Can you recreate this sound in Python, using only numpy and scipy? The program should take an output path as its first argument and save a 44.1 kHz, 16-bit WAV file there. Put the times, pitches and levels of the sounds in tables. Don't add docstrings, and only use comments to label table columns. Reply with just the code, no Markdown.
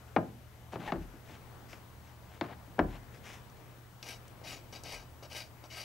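import sys
import numpy as np
from scipy import signal
from scipy.fft import rfft, irfft
from scipy.io import wavfile
from scipy.ndimage import uniform_filter1d

SR = 44100
rng = np.random.default_rng(int(sys.argv[2]) if len(sys.argv) > 2 else 0)


def master_out(mix):
    frames = np.transpose(np.atleast_2d(mix))
    ceiling = np.clip(frames, -1, 1)
    pcm = np.round(ceiling * 32767).astype(np.int16)
    wavfile.write(sys.argv[1], SR, pcm)


def volts_from_db(level):
    exponent = np.asarray(level, float) / 20
    return 10 ** exponent


N = 257544

# t/s, relative level/dB, boom (weight) re level/dB, snap (hardness) re level/dB
HOOF_KNOCKS = [(.163, -10, -4.5, 1), (.733, -31, 3, -17), (.757, -28, 6, 6), (.921, -21, 3, 10.5),
               (.958, -34.5, 10, -3), (1.139, -54, 18, -8), (1.295, -44, 6, 15), (1.73, -40.5, -5, 25.5),
               (2.411, -22.5, -1.5, 21), (2.676, -52, 14, -6), (2.783, -29, 6, -12), (2.791, -11, 0, 2.5)]
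# f/Hz, relative level/dB, typical t60/s
PLANK_MODES = [(91, -19.5, 0.28), (162, -12, 0.51), (220, -12, 0.52), (331, -2.5, 0.28), (490, -12.5, 0.3),
               (623, -1, 0.18), (880, -5, 0.096), (1270, -11, 0.14), (2000, -14, 0.075), (3500, -26, 0.055),
               (5500, -35.5, .04), (8000, -50, 0.033)]
CRACK_SHARE = 0.42
KNOCK_LEFT_DB = 6

# start t/s, rise/s, fall/s, relative level/dB, low part (weight)/dB
FOOT_DRAGS = [(.07, 0.018, 0.028, -63.5, 3), (.72, 0.013, 0.033, -50, 2.5), (.79, .1, 0.034, -49, 4.5),
              (1.005, 0.024, .035, -62, -5), (1.12, .022, .02, -67, -3), (1.25, 0.097, 0.052, -55, -0.5),
              (1.68, 0.057, .055, -56.5, -11), (2.035, .03, 0.12, -66, -7),
              (2.28, 0.064, 0.057, -59.5, 3.5), (2.43, 0.0088, .04, -54, 5.5),
              (2.47, 0.045, 0.045, -57.5, 9.5), (2.865, 0.094, .03, -56.5, 3.5),
              (3.127, .012, 0.063, -56.5, -3.5), (3.232, .055, .125, -49.5, -4.5)]
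# f/Hz, relative level per Hz/dB
GRIT_COLOUR = [(200, 5), (400, -6.5), (800, -0.5), (1300, -5), (2300, -2.5), (3500, -6.5), (5000, -10.5),
               (6500, -20.5), (9000, -32), (14000, -27)]
DRAG_START_DB, DRAG_END_DB = -9.5, -18
FINE_GRIT_DB, FINE_GRIT_PER_WEIGHT = -7, -0.39

# f/Hz, t60/s
JUDDER_TONES = [(800, 0.022), (1800, 0.008)]
JUDDER_START_S, JUDDER_END_S = 0.875, 0.908

# start t/s, rise/s, fall/s, relative level/dB, body of the hoof re level/dB
RASP_STROKES = [(4.032, 0.073, 0.076, -43.5, -6), (4.436, .07, .11, -43.5, -7.5),
                (4.724, 0.01, 0.093, -49.5, -1.5), (4.84, 0.071, 0.14, -45, -4),
                (5.225, 0.0068, .05, -52, 2.5), (5.3, .085, 0.093, -43, -7.5),
                (5.636, 0.0091, .035, -56.5, 2.5), (5.7, .09, .12, -45, -8)]
# t/s, relative tick level/dB, dull knock level/dB, tick pitch f/Hz
RASP_TAPS = [(3.145, -53, -63, 3500), (3.499, -55, -69, 4500), (3.57, -55, -67, 4500),
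             (4.0278, -33, -60, 3900), (4.28, -50.5, -73, 6950), (4.416, -52, -45, 2000),
             (4.726, -52, -58, 5000), (4.836, -41, -47, 7340), (4.861, -43, -50, 2480),
             (5.226, -51, -48, 4000), (5.640, -51.5, -43, 4500)]
BLADE_PITCHES = [1290, 1612, 2300, 2510, 3006, 3866, 4700, 4770, 5524, 5741, 6660, 6910, 7850, 8170, 9480,
                 11500]
# width/Hz, relative level/dB
BLADE_MODES = [(55, -5), (30, -4), (60, -4), (100, -1.5), (40, -4), (45, -4), (60, -6), (40, -6.5),
               (35, -11), (45.4, -3), (50.926, -7.5), (50, -11.5), (58, -6.5), (56, -18), (240, -16),
               (80, -12.5)]
# f/Hz, relative level per Hz/dB
HORN_COLOUR = [(120, -36), (200, -2), (479, -6.5), (618, 1.5), (1840, -0.5), (2960, 6.5), (3550, -4),
               (4660, 3), (5010, 3), (5700, 5.5), (6240, 7), (15500, -13)]
STROKE_START_DB, STROKE_END_DB = -11, -24
BODY_FOLLOWS = 0.64
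EDGE_DB, EDGE_SHARPENS, EDGE_FULL_DB = -4.5, 0.35, -45

# t/s, relative level/dB
DECK_SHUDDERS = [(0.949, -47.5), (2.799, -42.5), (4.15, -67), (4.929, -57)]
DECK_LOWER_HZ, DECK_UPPER_HZ = 44, 76
DECK_T60_S, DECK_UPPER_DB = 0.34, 3.5

# f/Hz, t60/s
PORCH_DECAY = [(100, 0.46), (400, 0.21), (1000, 0.35), (3000, 0.29), (10000, 0.35)]
BAND_EDGES_HZ = 25 * 2 ** np.arange(0, 9.4, .4)

# t/s, level/dB
LOWER_HUM_FADES = [(0, -59), (1.33, -64), (2.3, -57), (3.3, -62.5), (3.67, -80), (4.28, -71), (4.85, -60),
                   (5.84, -63)]
# f/Hz, level before panning/dB
THIN_WHINES = [(3000, -83.5), (5970, -87.5), (8920, -93)]
HUM_UPPER_HZ, HUM_LOWER_HZ, HUM_UPPER_DB = 119.3, 77.5, -57.5
TOP_WHINE_HZ, TOP_WHINE_DB, TOP_WHINE_ON_S = 15699, -77, 1.19

# f/Hz, relative level per Hz/dB
AIR_COLOUR = [(25, -12), (50, -11.5), (92, -7), (150, -11.5), (250, -17.5), (700, -20.5), (1000, -21.5),
              (2500, -31.5), (5000, -37.5), (8000, -39), (11000, -42.5), (11600, -35.5), (13300, -40),
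              (14500, -41), (15600, -30)]
# f/Hz, likeness (1 = identical)
AIR_LIKENESS = [(60, 0.23), (250, 0.9), (1000, 0.52), (4000, 0.28), (12000, 0.72)]
# f/Hz, left re right level/dB
AIR_LEAN = [(60, 1), (240, 0.5), (950, 6), (3770, 8), (15000, 2)]
# f/Hz, depth of each of two drifts/dB
AIR_SWELL = [(2000, 1.2), (5000, .4)]
AIR_DB = -56.4


def rms_one(x):
    return x / np.sqrt(np.mean(x ** 2) + 1e-20)


def in_time(rows):
    s, *columns = np.transpose(rows)
    return [np.interp(np.arange(N) / SR, s, c) for c in columns]


def in_spells(rows, start_db, end_db, fade_s):
    t = np.arange(N) / SR
    gain, below_db, colour_db = np.zeros((3, N))
    for start_s, rise_s, fall_s, peak_db, own_db in rows:
        since = t - start_s - rise_s
        arch_db = np.where(since < 0, start_db * (since / rise_s) ** 2, end_db * (since / fall_s) ** 2)
        level = volts_from_db(peak_db + arch_db) * (since > -rise_s) * (since < fall_s)
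        on_top = level > gain
        gain[on_top] = level[on_top]
        below_db[on_top] = arch_db[on_top]
        colour_db[t > start_s - fade_s] = own_db
    return uniform_filter1d(gain, size=int(fade_s * SR)), below_db, colour_db


def at_hz(points, hz):
    points = np.array(points)
    return np.interp(np.log(hz), np.log(points[:, 0]), points[:, 1])


def drift(rate_hz):
    r = np.exp(-80 * np.pi * rate_hz / SR)
    noise = rng.standard_normal(N // 40 + 2002)
    slow = signal.lfilter([1], [1, -2 * r, r * r], noise)[2000:]
    return np.interp(np.arange(N) / 40, np.arange(len(slow)), rms_one(slow))


def ring(clicks, hz, t60):
    r, w = volts_from_db(-60 / (t60 * SR)), 2 * np.pi * hz / SR
    return signal.lfilter([0, np.sin(w)], [1, -2 * r * np.cos(w), r * r], clicks + 1e-18)


def band(x, low_hz, high_hz):
    return signal.sosfilt(signal.butter(2, [low_hz, high_hz], "band", fs=SR, output="sos"), x)


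def coloured(x, spectrum):
    hz = np.fft.rfftfreq(N, 1 / SR) + 1
    return irfft(rfft(x) * volts_from_db(at_hz(spectrum, hz)), N)


def grains(per_s, spread_db):
    sizes = volts_from_db(spread_db * np.minimum(rng.exponential(1, N), 5)) * rng.choice([-1, 1], N)
    struck = rng.random(N) < per_s * volts_from_db(3.0 * drift(40)) / SR
    return rms_one(sizes * struck)


def panned(x, left_db):
    return np.array([x * volts_from_db(left_db / 2), x * volts_from_db(-left_db / 2)])


def knocks():
    out, t = np.zeros((2, N)), np.arange(SR // 4) / SR
    planks, grid = np.array(PLANK_MODES), np.geomspace(90, 8000, 80)[:, None]
    chances = rng.random((len(HOOF_KNOCKS), 4, 80, 1))
    for (s, peak_db, boom_db, snap_db), chance in zip(HOOF_KNOCKS, chances):
        hz = grid * (1 + 0.0498 * chance[0])
        t60 = at_hz(planks[:, ::2], hz) * (0.81 + 0.48 * chance[1])
        tilt_db = np.interp(np.log(hz), np.log([250, 700, 1800, 4500]),
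                            [boom_db, 0, CRACK_SHARE * snap_db, snap_db])
        heights = volts_from_db(at_hz(planks, hz) + tilt_db + 4.0 * chance[2])
        waves = heights * np.sin(2 * np.pi * (hz * t + chance[3]))
        swell = 1 - np.exp(-t * hz * 0.83)
        rattle_db = 2.5 * np.clip(hz / 1000, 0, 1) * drift(30)[:len(t)]
        rap = volts_from_db(-60 * t / (0.0055 + 17.2 / hz))
        tail = volts_from_db(-11 + rattle_db) * volts_from_db(-60 * t / t60)
        blow = volts_from_db(peak_db - 12) * waves * swell * (tail + rap)
        left_db = KNOCK_LEFT_DB * np.clip(hz / 900, 0, 1)
        at = round(s * SR)
        out[:, at:at + len(t)] += panned(blow, left_db).sum(axis=1)
    return out


def drags():
    gain, _, low_db = in_spells(FOOT_DRAGS, DRAG_START_DB, DRAG_END_DB, fade_s=0.015)
    grit = coloured(grains(3000, spread_db=1.5), GRIT_COLOUR)
    scrape = rms_one(band(grit, 1130, 4900))
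    wood = volts_from_db(low_db) * rms_one(band(grit, 275, 1690))
    fine = volts_from_db(FINE_GRIT_DB + FINE_GRIT_PER_WEIGHT * low_db) * rms_one(band(grit, 5330, 10900))
    return panned(gain * (scrape + wood + fine), 5.5)


def judder():
    at = JUDDER_START_S + np.cumsum(rng.uniform(0.002, 0.004, 40))
    slips = np.zeros(N)
    slips[(at * SR).astype(int)] = volts_from_db(-31 - 290 * (at - JUDDER_START_S)) * (at < JUDDER_END_S)
    return panned(sum(ring(slips, hz, t60) for hz, t60 in JUDDER_TONES), 4)


def rasp():
    gain, below_db, body_db = in_spells(RASP_STROKES, STROKE_START_DB, STROKE_END_DB, fade_s=0.0031)
    teeth = grains(4000, spread_db=2.0)
    torn = coloured(teeth, HORN_COLOUR)
    tear = rms_one(band(torn, 1050, 5500))
    body = volts_from_db(body_db - (1 - BODY_FOLLOWS) * below_db) * rms_one(band(torn, 210, 1060))
    sharpness = (gain / volts_from_db(EDGE_FULL_DB)) ** EDGE_SHARPENS
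    edge = volts_from_db(EDGE_DB) * sharpness * rms_one(band(torn, 6200, 14500))

    taps, thuds = np.zeros((2, N))
    s, tap_db, thud_db, _ = np.transpose(RASP_TAPS)
    at = (s * SR).astype(int)
    taps[at], thuds[at] = volts_from_db(tap_db), volts_from_db(thud_db)
    jolts = volts_from_db(-33.0) * gain * teeth + volts_from_db(-19.5) * taps
    blade = np.zeros(N)
    for hz, (width_hz, db) in zip(BLADE_PITCHES, BLADE_MODES):
        gripped = jolts * volts_from_db(3.5 * drift(6.6))
        blade += volts_from_db(db) * np.sqrt(width_hz / 50) * ring(gripped, hz, 2.3 / width_hz)
    hoof = ring(thuds, 530, 0.02) + ring(thuds, 690, 0.013)
    return panned(volts_from_db(-1.5) * gain * (tear + body + edge) + blade + volts_from_db(5) * ticks() + hoof, 5.7)


def ticks():
    out, t = np.zeros(N), np.arange(SR // 50) / SR
    noises = rng.standard_normal((len(RASP_TAPS), len(t)))
    for (s, tap_db, _, hz), noise in zip(RASP_TAPS, noises):
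        at = int(s * SR)
        burst = band(noise * volts_from_db(-60 * t / 0.018), hz / 1.9, hz * 1.3)
        out[at:at + len(t)] += volts_from_db(tap_db) * band(burst, hz / 1.6, min(hz * 3.0, 18000))
    return out


def deck():
    pushes = np.zeros(N)
    for s, db in DECK_SHUDDERS:
        pushes[round(s * SR)] = volts_from_db(db)

    def swing(hz):
        t60 = DECK_T60_S * DECK_LOWER_HZ / hz
        return ring(ring(pushes, hz, t60), hz, t60)
    return panned(0.0047 * (swing(DECK_LOWER_HZ) + volts_from_db(DECK_UPPER_DB) * swing(DECK_UPPER_HZ)), 3.1)


def porch(x):
    t = np.arange(SR // 2) / SR
    white = rng.standard_normal((2, len(t))) * (t > .003)
    echo = np.zeros((2, len(t)))
    for low, high in zip(BAND_EDGES_HZ[::2], BAND_EDGES_HZ[2::2]):
        t60 = at_hz(PORCH_DECAY, np.sqrt(low * high))
        echo += band(white, low, high) * volts_from_db(-60 * t / t60)
    return signal.fftconvolve([x.mean(axis=0)], echo, axes=1)[:, :N]


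def tone(hz, waver_hz, flutter_db):
    phase = 2 * np.pi * np.cumsum(hz + waver_hz * drift(5.97)) / SR
    return np.sqrt(2) * volts_from_db(flutter_db * drift(23)) * np.sin(phase)


def hum():
    upper = volts_from_db(HUM_UPPER_DB) * tone(HUM_UPPER_HZ, 1.2, 1.5)
    lower = volts_from_db(in_time(LOWER_HUM_FADES)[0]) * tone(HUM_LOWER_HZ, 2.5, 2.5)
    thin = sum(volts_from_db(db) * tone(hz, 12, 2.5) for hz, db in THIN_WHINES)
    switched_on = np.arange(N) > TOP_WHINE_ON_S * SR
    top = volts_from_db(TOP_WHINE_DB) * switched_on * tone(TOP_WHINE_HZ, 1.5, 1.3)
    return upper + lower + panned(thin + top, 3)


def air():
    out, together = np.zeros((2, N)), drift(1.0)
    white = coloured(rng.standard_normal((2, 2, N)), AIR_COLOUR)
    for k, (low, high) in enumerate(zip(BAND_EDGES_HZ, BAND_EDGES_HZ[1:])):
        mid, side = band(white[k % 2], low, high)
        hz = np.sqrt(low * high)
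        alike = np.clip(at_hz(AIR_LIKENESS, hz), -1, 1)
        swell = volts_from_db(at_hz(AIR_SWELL, hz) * (together + drift(3.8)))
        stereo = np.sqrt(1 + alike) * mid + np.sqrt(1 - alike) * side * [[1], [-1]]
        out += panned(swell, at_hz(AIR_LEAN, hz)) * stereo
    return volts_from_db(AIR_DB) * out / np.sqrt(np.mean(band(out, 163, 15800) ** 2))


def scene():
    near = knocks() + drags() + judder() + rasp()
    return near + volts_from_db(-36) * porch(near) + deck() + air() + hum()


def roll_off(x):
    return signal.sosfilt(signal.butter(12, 16460, fs=SR, output="sos"), x)


def record(dry):
    steep = signal.ellip(10, .5, 60, 15770, fs=SR, output="sos")
    mix = signal.sosfilt(steep, dry)
    return roll_off(mix)


dry = scene()
out = record(dry)
master_out(out)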